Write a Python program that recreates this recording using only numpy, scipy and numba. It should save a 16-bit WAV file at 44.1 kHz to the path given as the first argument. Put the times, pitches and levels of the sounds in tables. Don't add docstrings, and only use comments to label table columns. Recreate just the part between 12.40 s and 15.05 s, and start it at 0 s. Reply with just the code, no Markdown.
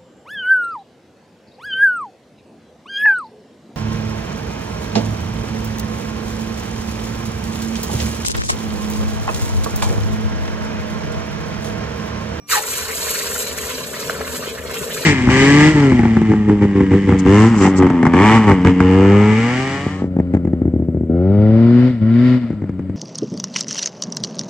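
import sys
import numpy as np
from scipy import signal
from scipy.fft import rfft, irfft, next_fast_len
from scipy.io import wavfile
from scipy.ndimage import map_coordinates
from numba import njit

SR = 44100
rng = np.random.default_rng(int(sys.argv[2]) if len(sys.argv) > 2 else 0)


def waveform_to_disk(signal):
    frames = np.transpose(np.atleast_2d(signal))
    scaled = np.clip(frames, -1, 1) * 32767
    samples = np.round(scaled).astype(np.int16)
    wavfile.write(sys.argv[1], SR, samples)


N = 116865
TIME_S = np.arange(N) / SR

# (frequency [Hz], level [dB])
STEADY_TONES = [(290, -56), (1174, -58.5), (2363, -66), (5674, -55.5)]
# (frequency [Hz], level [dB])
ROOM_SPECTRUM = [(20, -40), (120, 10), (230, -1.5), (290, -8), (380, -4), (1200, -14.5), (3000, -23.5),
                 (15000, -33)]

# (time [s], peak level [dB])
SNAP_EVENTS = [(.0853, -23), (.2355, -16), (.2695, -11), (.2875, -15), (.594, -13), (.7075, -4),
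               (.7122, -10), (.78, -10), (1.3815, -14)]
SNAP_DECAY_S = 0.00065
# (frequency [Hz], level [dB])
SNAP_SPECTRUM = [(1000, -25), (4000, -8), (7000, -1), (15000, -3)]

ENTRY_S, ENTRY_RISE_S = 0.097, 0.011
# (time [s], level [dB])
BURST_LEVEL = [(.07, -83), (.096, -31), (.11, -30), (.135, -19), (.174, -19.5), (.188, -32), (.218, -45),
               (.3, -58)]
POCKET_START_HZ, POCKET_END_HZ, POCKET_GROW_S = 2700, 781.6, 0.024
# (frequency [Hz], level [dB])
ROAR_SPECTRUM = [(700, -1.0), (1900, 11), (2600, 3), (4500, -4), (9000, -23)]
# (frequency [Hz], level [dB])
BUCKET_MODES = [(845, 10), (981, 1), (1120, 5), (1242, 4), (1307, 0), (1760, 3), (1876, 3), (2078, 0),
                (2280, 4), (2745, 4)]

# (time [s], level [dB])
FIZZ_LEVEL = [(.08, -25), (.12, -19.5), (.16, -26.5), (.22, -33), (.34, -27), (.45, -33.5), (.55, -31),
              (.71, -26), (.87, -31), (.99, -28), (1.1, -35.5), (1.25, -32), (1.5, -38.5), (1.6, -34),
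              (1.8, -40), (1.96, -33), (2.0, -39), (2.04, -38.5), (2.225, -43.5), (2.27, -41),
              (2.38, -34.5), (2.65, -34)]
# (time [s], level [dB])
SIZZLE_LEVEL = [(.08, -24.5), (.12, -19), (.22, -38), (.34, -30), (.46, -32.5), (.68, -29), (.95, -32),
                (1.15, -35.5), (1.31, -32), (1.5, -40), (1.62, -33.5), (1.75, -40), (1.91, -38.5),
                (1.96, -35.5), (2.0, -40), (2.06, -34.5), (2.16, -44.5), (2.23, -49), (2.265, -37.5),
                (2.65, -35)]
# (time [s], level [dB])
SIMMER_LEVEL = [(.1, -32.5), (.3, -33), (.9, -34), (1.1, -36), (1.3, -34.5), (1.48, -38.5), (1.7, -32),
                (2.2, -39), (2.65, -36.5)]
# (time [s], level [dB])
BOIL_LEVEL = [(.1, -40.5), (.17, -31), (.22, -36.5), (.55, -34.5), (.85, -32.5), (1.5, -33), (1.7, -31.5),
              (2.07, -32.5), (2.17, -35), (2.4, -30), (2.65, -30.5)]
# (time [s], level [dB])
CHURN_LEVEL = [(.1, -56), (.35, -45), (.9, -42), (1.4, -38), (2.65, -37.5)]
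# (time [s], level [dB])
BOOM_LEVEL = [(.02, -41), (.11, -39), (.22, -69), (.3, -46), (.36, -40), (1.2, -39.5), (1.55, -46.5),
              (1.9, -40), (2.65, -44.5)]
BOOM_HZ = 77.7
# (frequency [Hz], level [dB per Hz])
FIZZ_SPECTRUM = [(2000, -17.5), (4500, -12.5), (6000, 0), (7200, 6.5), (9000, 2.5), (12000, 0.5),
                 (14000, 1.5), (16000, -53)]
SIZZLE_SPECTRUM = [(1200, -34), (2400, 1), (3000, 0), (3400, -5), (4100, 3.5), (5100, -3), (6000, -1),
                   (9000, -42.5)]
SIMMER_SPECTRUM = [(500, -10.5), (800, -8), (980, 4.5), (1250, -1.5), (1750, 0.5), (2300, -13.5),
                   (3500, -8), (8000, -86)]
BOIL_SPECTRUM = [(200, -54), (320, -21), (400, -4), (445, 1.5), (500, -3), (570, -6), (650, -8), (740, -21),
                 (1500, -50.5)]
CHURN_SPECTRUM = [(30, -56), (100, -10.5), (150, 0.5), (185, -2), (260, 2.5), (310, -13), (600, -35.5)]
BOOM_SPECTRUM = [(30, -50), (45, -25), (66, -7), (78, -1), (92, -22.5), (200, -38)]

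# (time of peak [s], length [s], level [dB], pitch at peak [Hz])
PUFF_EVENTS = [(0.332, .029, -30.5, 2210), (0.395, 0.029, -32.5, 1770), (0.428, 0.013, -28.5, 1540),
               (1.238, 0.016, -31.5, 1560), (1.305, 0.03, -30, 2200), (1.385, .013, -31, 2770),
               (1.876, 0.015, -32.5, 1460), (2.084, 0.049, -33.5, 2550), (2.306, .022, -31.5, 1350),
               (2.372, 0.027, -30, 2680), (2.43, .025, -33.5, 1440), (2.516, .022, -29.5, 2800)]
PUFF_RISE_OCT_PER_S, PUFF_DAMPING = 6.1, 0.71
# (frequency [Hz], level [dB])
PUFF_SPECTRUM = [(300, -24), (750, -7.0), (1000, 7.5), (2000, 0.5), (3200, 4.5),
                 (4800, -5.0), (7000, 0), (14000, -16)]
# (time of peak [s], length [s], level [dB], pitch at peak [Hz])
GURGLE_EVENTS = [(0.503, 0.021, -26, 1750), (0.686, 0.025, -30, 1830), (0.757, 0.02, -28, 1720),
                 (0.814, 0.021, -29.5, 1920), (.915, 0.016, -31, 1530), (0.96, 0.014, -29, 1400),
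                 (1.185, 0.0089, -24.5, 1680), (1.541, .017, -28.5, 1630), (1.75, .014, -30, 1440),
                 (1.814, 0.012, -24, 1300), (1.956, 0.016, -28.5, 1360), (2.031, 0.017, -29.5, 1280),
                 (2.183, 0.02, -32, 1720), (2.344, 0.011, -31.5, 2400), (2.363, 0.016, -29, 1300),
                 (2.504, 0.022, -31, 1520), (2.578, 0.018, -28.5, 1660), (2.639, 0.012, -30.5, 1220)]
GURGLE_RISE_OCT, GURGLE_DAMPING = 0.65, 0.2
# (time of peak [s], peak level [dB], pitch [Hz])
PLOP_EVENTS = [(1.6977, -4.5, 1480), (1.7003, -14, 620), (1.8099, -12, 560), (2.077, -16, 460),
               (2.2572, -20, 450), (2.419, -17, 450)]

# (frequency [Hz], reflected share of the power [0 to 1])
SCATTER_SHARE = [(60, 0.51), (150, 0.021), (550, 0.07), (780, 0.89), (1100, 0.11), (1700, 0.19),
                 (2400, 0.83), (3700, 0.82), (5200, 0.56), (7000, 0.0033), (15000, 0.0022)]
# (frequency [Hz], phase [rad])
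PHASE_LAG = [(20, 0), (700, 1.05), (850, 2.5), (2000, 3), (2700, 4), (15000, 2.5)]
LEFT_LEAD_S = 0.000204
# (frequency [Hz], left minus right level [dB])
STEREO_BALANCE = [(60, 1.5), (500, 2.5), (720, 4.5), (1200, -1), (3000, -0.5), (4200, -3.5), (6500, 0.5),
                  (15000, 0.5)]
LOW_PASS_HZ = 14700


def amp(db):
    return 10 ** (np.asarray(db) / 20)


def unit(x):
    return x / np.sqrt(np.mean(x ** 2) + 1e-20)


def along(points, hz):
    f, value = np.transpose(points)
    return np.interp(np.log(hz + 1), np.log(f + 1), value)


def level(points):
    return amp(np.interp(TIME_S, *np.transpose(points)))


def wobble(rate):
    knots = rng.standard_normal(int(N * rate / SR) + 4)
    return map_coordinates(knots, [TIME_S * rate])


def filtered(x, response):
    m = next_fast_len(N + SR // 2)
    return irfft(rfft(x, m) * response(np.fft.rfftfreq(m, 1 / SR)), m)[..., :N]


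def coloured(x, spectrum):
    size = 2 ** 13
    cepstrum = irfft(np.log(amp(along(spectrum, np.fft.rfftfreq(size, 1 / SR)))))
    cepstrum[1:size // 2] *= 2
    cepstrum[size // 2 + 1:] = 0
    impulse_response = irfft(np.exp(rfft(cepstrum)))
    return signal.fftconvolve(x, impulse_response)[:N]


def background():
    tones = sum(amp(db) * np.sqrt(2) * np.sin(2 * np.pi * hz * TIME_S + 0.15 * wobble(7.4))
                for hz, db in STEADY_TONES)
    room_noise = unit(coloured(rng.standard_normal(N), ROOM_SPECTRUM))
    return tones + amp(-51.5) * room_noise


def snaps():
    strength = sum(amp(db) * (TIME_S >= s) * np.exp(-np.abs(TIME_S - s) / SNAP_DECAY_S)
                   for s, db in SNAP_EVENTS)
    return coloured(strength * np.sign(rng.standard_normal(N)), SNAP_SPECTRUM)


@njit
def resonator(x, step, damping):
    out, low, band = np.zeros((2, len(x))), 0., 0.
    for i in range(len(x)):
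        low += step[i] * band
        high = x[i] - low - damping * band
        band += step[i] * high
        out[0, i], out[1, i] = band, high
    return out


def blown(hz, damping):
    step = 2 * np.sin(np.pi * np.minimum(hz, SR / 8) / SR)
    return resonator(rng.standard_normal(len(hz)), step, min(damping, 1.))


def bucket_air(x, width_hz):
    def modes(f):
        return sum(amp(db) * 1j * f * width_hz / (hz * hz - f * f + 1j * f * width_hz)
                   for hz, db in BUCKET_MODES)
    return filtered(x, modes)


def plunge():
    fall = np.exp(-np.maximum(TIME_S - ENTRY_S, 0) / POCKET_GROW_S)
    hz = POCKET_END_HZ + (POCKET_START_HZ - POCKET_END_HZ) * fall
    roar = unit(coloured(blown(hz, damping=0.26)[1], ROAR_SPECTRUM))
    note = np.sin(2 * np.pi * np.cumsum(hz * (1 + 0.044 * wobble(300))) / SR)
    envelope = level(BURST_LEVEL) * amp(1.2 * wobble(170))
    steam = envelope * (amp(-3.0) * roar + amp(-0.5) * note)
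    return steam + amp(-6) * bucket_air(steam, width_hz=32)


def bubbles(spectrum, rate, spread_db, wash):
    size = amp(spread_db * np.clip(rng.standard_normal(N), -2, 2))
    pops = (rng.random(N) < rate / SR) * size * np.sign(rng.standard_normal(N))
    return unit(coloured(unit(pops) + wash * rng.standard_normal(N), spectrum))


def hiss():
    swarm_db = 1.4 * wobble(55)
    fizz_db = 2 + swarm_db + 1.44 * wobble(70) + 1.2 * wobble(450)
    fizz = bubbles(FIZZ_SPECTRUM, rate=1900, spread_db=-0.5, wash=1.0)
    sizzle_db = 1.0 + swarm_db + 2.0 * wobble(90)
    sizzle = bubbles(SIZZLE_SPECTRUM, rate=1100, spread_db=3, wash=0.78)
    return amp(fizz_db) * level(FIZZ_LEVEL) * fizz + amp(sizzle_db) * level(SIZZLE_LEVEL) * sizzle


def throb(spectrum, rate, jitter, spread_db, wash, count=400):
    draw = rng.standard_normal((count, 3))
    at = (np.cumsum(np.exp(jitter * draw[:, 0])) * SR / rate).astype(int)
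    pops = np.bincount(at, amp(spread_db * draw[:, 1]) * np.sign(draw[:, 2]), minlength=N)[:N]
    return unit(coloured(unit(pops) + wash * rng.standard_normal(N), spectrum))


def blips(centre_hz, spread_oct, life_cycles, rise, size_db, count=420):
    start = rng.integers(0, N, (count, 1))
    draw = np.clip(rng.standard_normal((count, 2)), -1.8, 1.8)
    cycles = centre_hz * 2 ** (spread_oct * draw[:, :1]) * TIME_S[:SR // 40]
    age = cycles / life_cycles
    envelope = amp(size_db * draw[:, 1:]) * np.exp(-age) * (1 - np.exp(-cycles))
    ring = envelope * np.sin(2 * np.pi * cycles * (1 + rise * np.minimum(age, 5)))
    at = start + np.arange(ring.shape[1])
    return unit(np.bincount(at.ravel(), ring.ravel(), minlength=N)[:N])


def boiling():
    simmer = amp(-1.0 + 1.1 * wobble(38.4)) * level(SIMMER_LEVEL)
    simmer = simmer * bubbles(SIMMER_SPECTRUM, rate=600, spread_db=4.0, wash=0.71)
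    ringing = blips(centre_hz=1908, spread_oct=0.526, life_cycles=7.1, rise=0.03, size_db=4.5)
    ringing = amp(-4.5) * level(SIMMER_LEVEL) * ringing
    boil = level(BOIL_LEVEL) * throb(BOIL_SPECTRUM, rate=75, jitter=0.35, spread_db=1.0, wash=0.75)
    churn = level(CHURN_LEVEL) * bubbles(CHURN_SPECTRUM, rate=200, spread_db=2.5, wash=0.72)
    sway = np.sin(2 * np.pi * BOOM_HZ * TIME_S + 0.93 * wobble(14))
    thumps = bubbles(BOOM_SPECTRUM, rate=150, spread_db=-0.5, wash=0.7)
    boom = level(BOOM_LEVEL) * (amp(-2) * sway + amp(-2.5) * thumps)
    return simmer + ringing + boil + churn + boom


def puffs():
    out = np.zeros(N)
    for s, length, db, hz in PUFF_EVENTS:
        near = np.abs(TIME_S - s) < 2 * length
        t = TIME_S[near] - s
        chuff = unit(blown(hz * 2 ** (PUFF_RISE_OCT_PER_S * t), PUFF_DAMPING)[0])
        out[near] += amp(db) * np.exp(-2 * (t / length) ** 2) * chuff
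    return coloured(out, PUFF_SPECTRUM)


def gurgles():
    out = np.zeros(N)
    for s, length, db, hz in GURGLE_EVENTS:
        near = np.abs(TIME_S - s) < 2 * length
        t = TIME_S[near] - s
        pitch = hz * 2 ** (GURGLE_RISE_OCT * np.tanh(t / length))
        note = unit(blown(pitch, GURGLE_DAMPING)[0])
        out[near] += amp(db) * np.exp(-2 * (t / length) ** 2) * note
    return out


def plops():
    out = np.zeros(N)
    for s, db, hz in PLOP_EVENTS:
        cycles = (TIME_S - s) * hz
        drop_db = np.maximum(-11 * cycles, 9 * cycles)
        out += amp(db - drop_db) * np.cos(2 * np.pi * cycles)
    return out


def reflections(x, near_t60, room_t60, room_db, size=2048):
    t, out = TIME_S[:SR // 3], np.zeros((2, N + SR))
    padded = np.pad(x, size)
    window = signal.windows.hann(size, sym=False) ** 0.5
    decay = (amp(-60 * t / near_t60) + amp(room_db - 60 * t / room_t60)) * (t > 0.001)
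    for i in range(0, N + size, size // 2):
        tails = rng.standard_normal((2, len(t))) * decay / np.linalg.norm(decay)
        echo = signal.fftconvolve((padded[i:i + size] * window)[None], tails, axes=1)
        out[:, i:i + echo.shape[1]] += echo
    return out[:, size:size + N]


def space(x, scatter):
    echo = reflections(x, near_t60=0.043, room_t60=0.47, room_db=-20.0)

    def share(f):
        return np.clip(scatter * along(SCATTER_SHARE, f), 0, 1)

    def direct_response(f):
        turn = 2 * np.pi * f * LEFT_LEAD_S - along(PHASE_LAG, f)
        return np.sqrt(1 - share(f)) * np.exp(np.outer([0.5j, -0.5j], turn))

    return filtered(x, direct_response) + filtered(echo, lambda f: np.sqrt(share(f)))


def scene():
    wet = (1 + np.tanh((TIME_S - ENTRY_S) / ENTRY_RISE_S)) / 2
    diffuse = background() + wet * (hiss() + boiling()) + puffs()
    distinct = snaps() + plunge() + gurgles() + plops()
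    return space(diffuse, scatter=0.91) + space(distinct, scatter=0.29)


def record(dry):
    def response(f):
        return amp(np.outer([0.5, -0.5], along(STEREO_BALANCE, f))) * (f < LOW_PASS_HZ)
    return filtered(dry, response)


dry = scene()
out = record(dry)
waveform_to_disk(out)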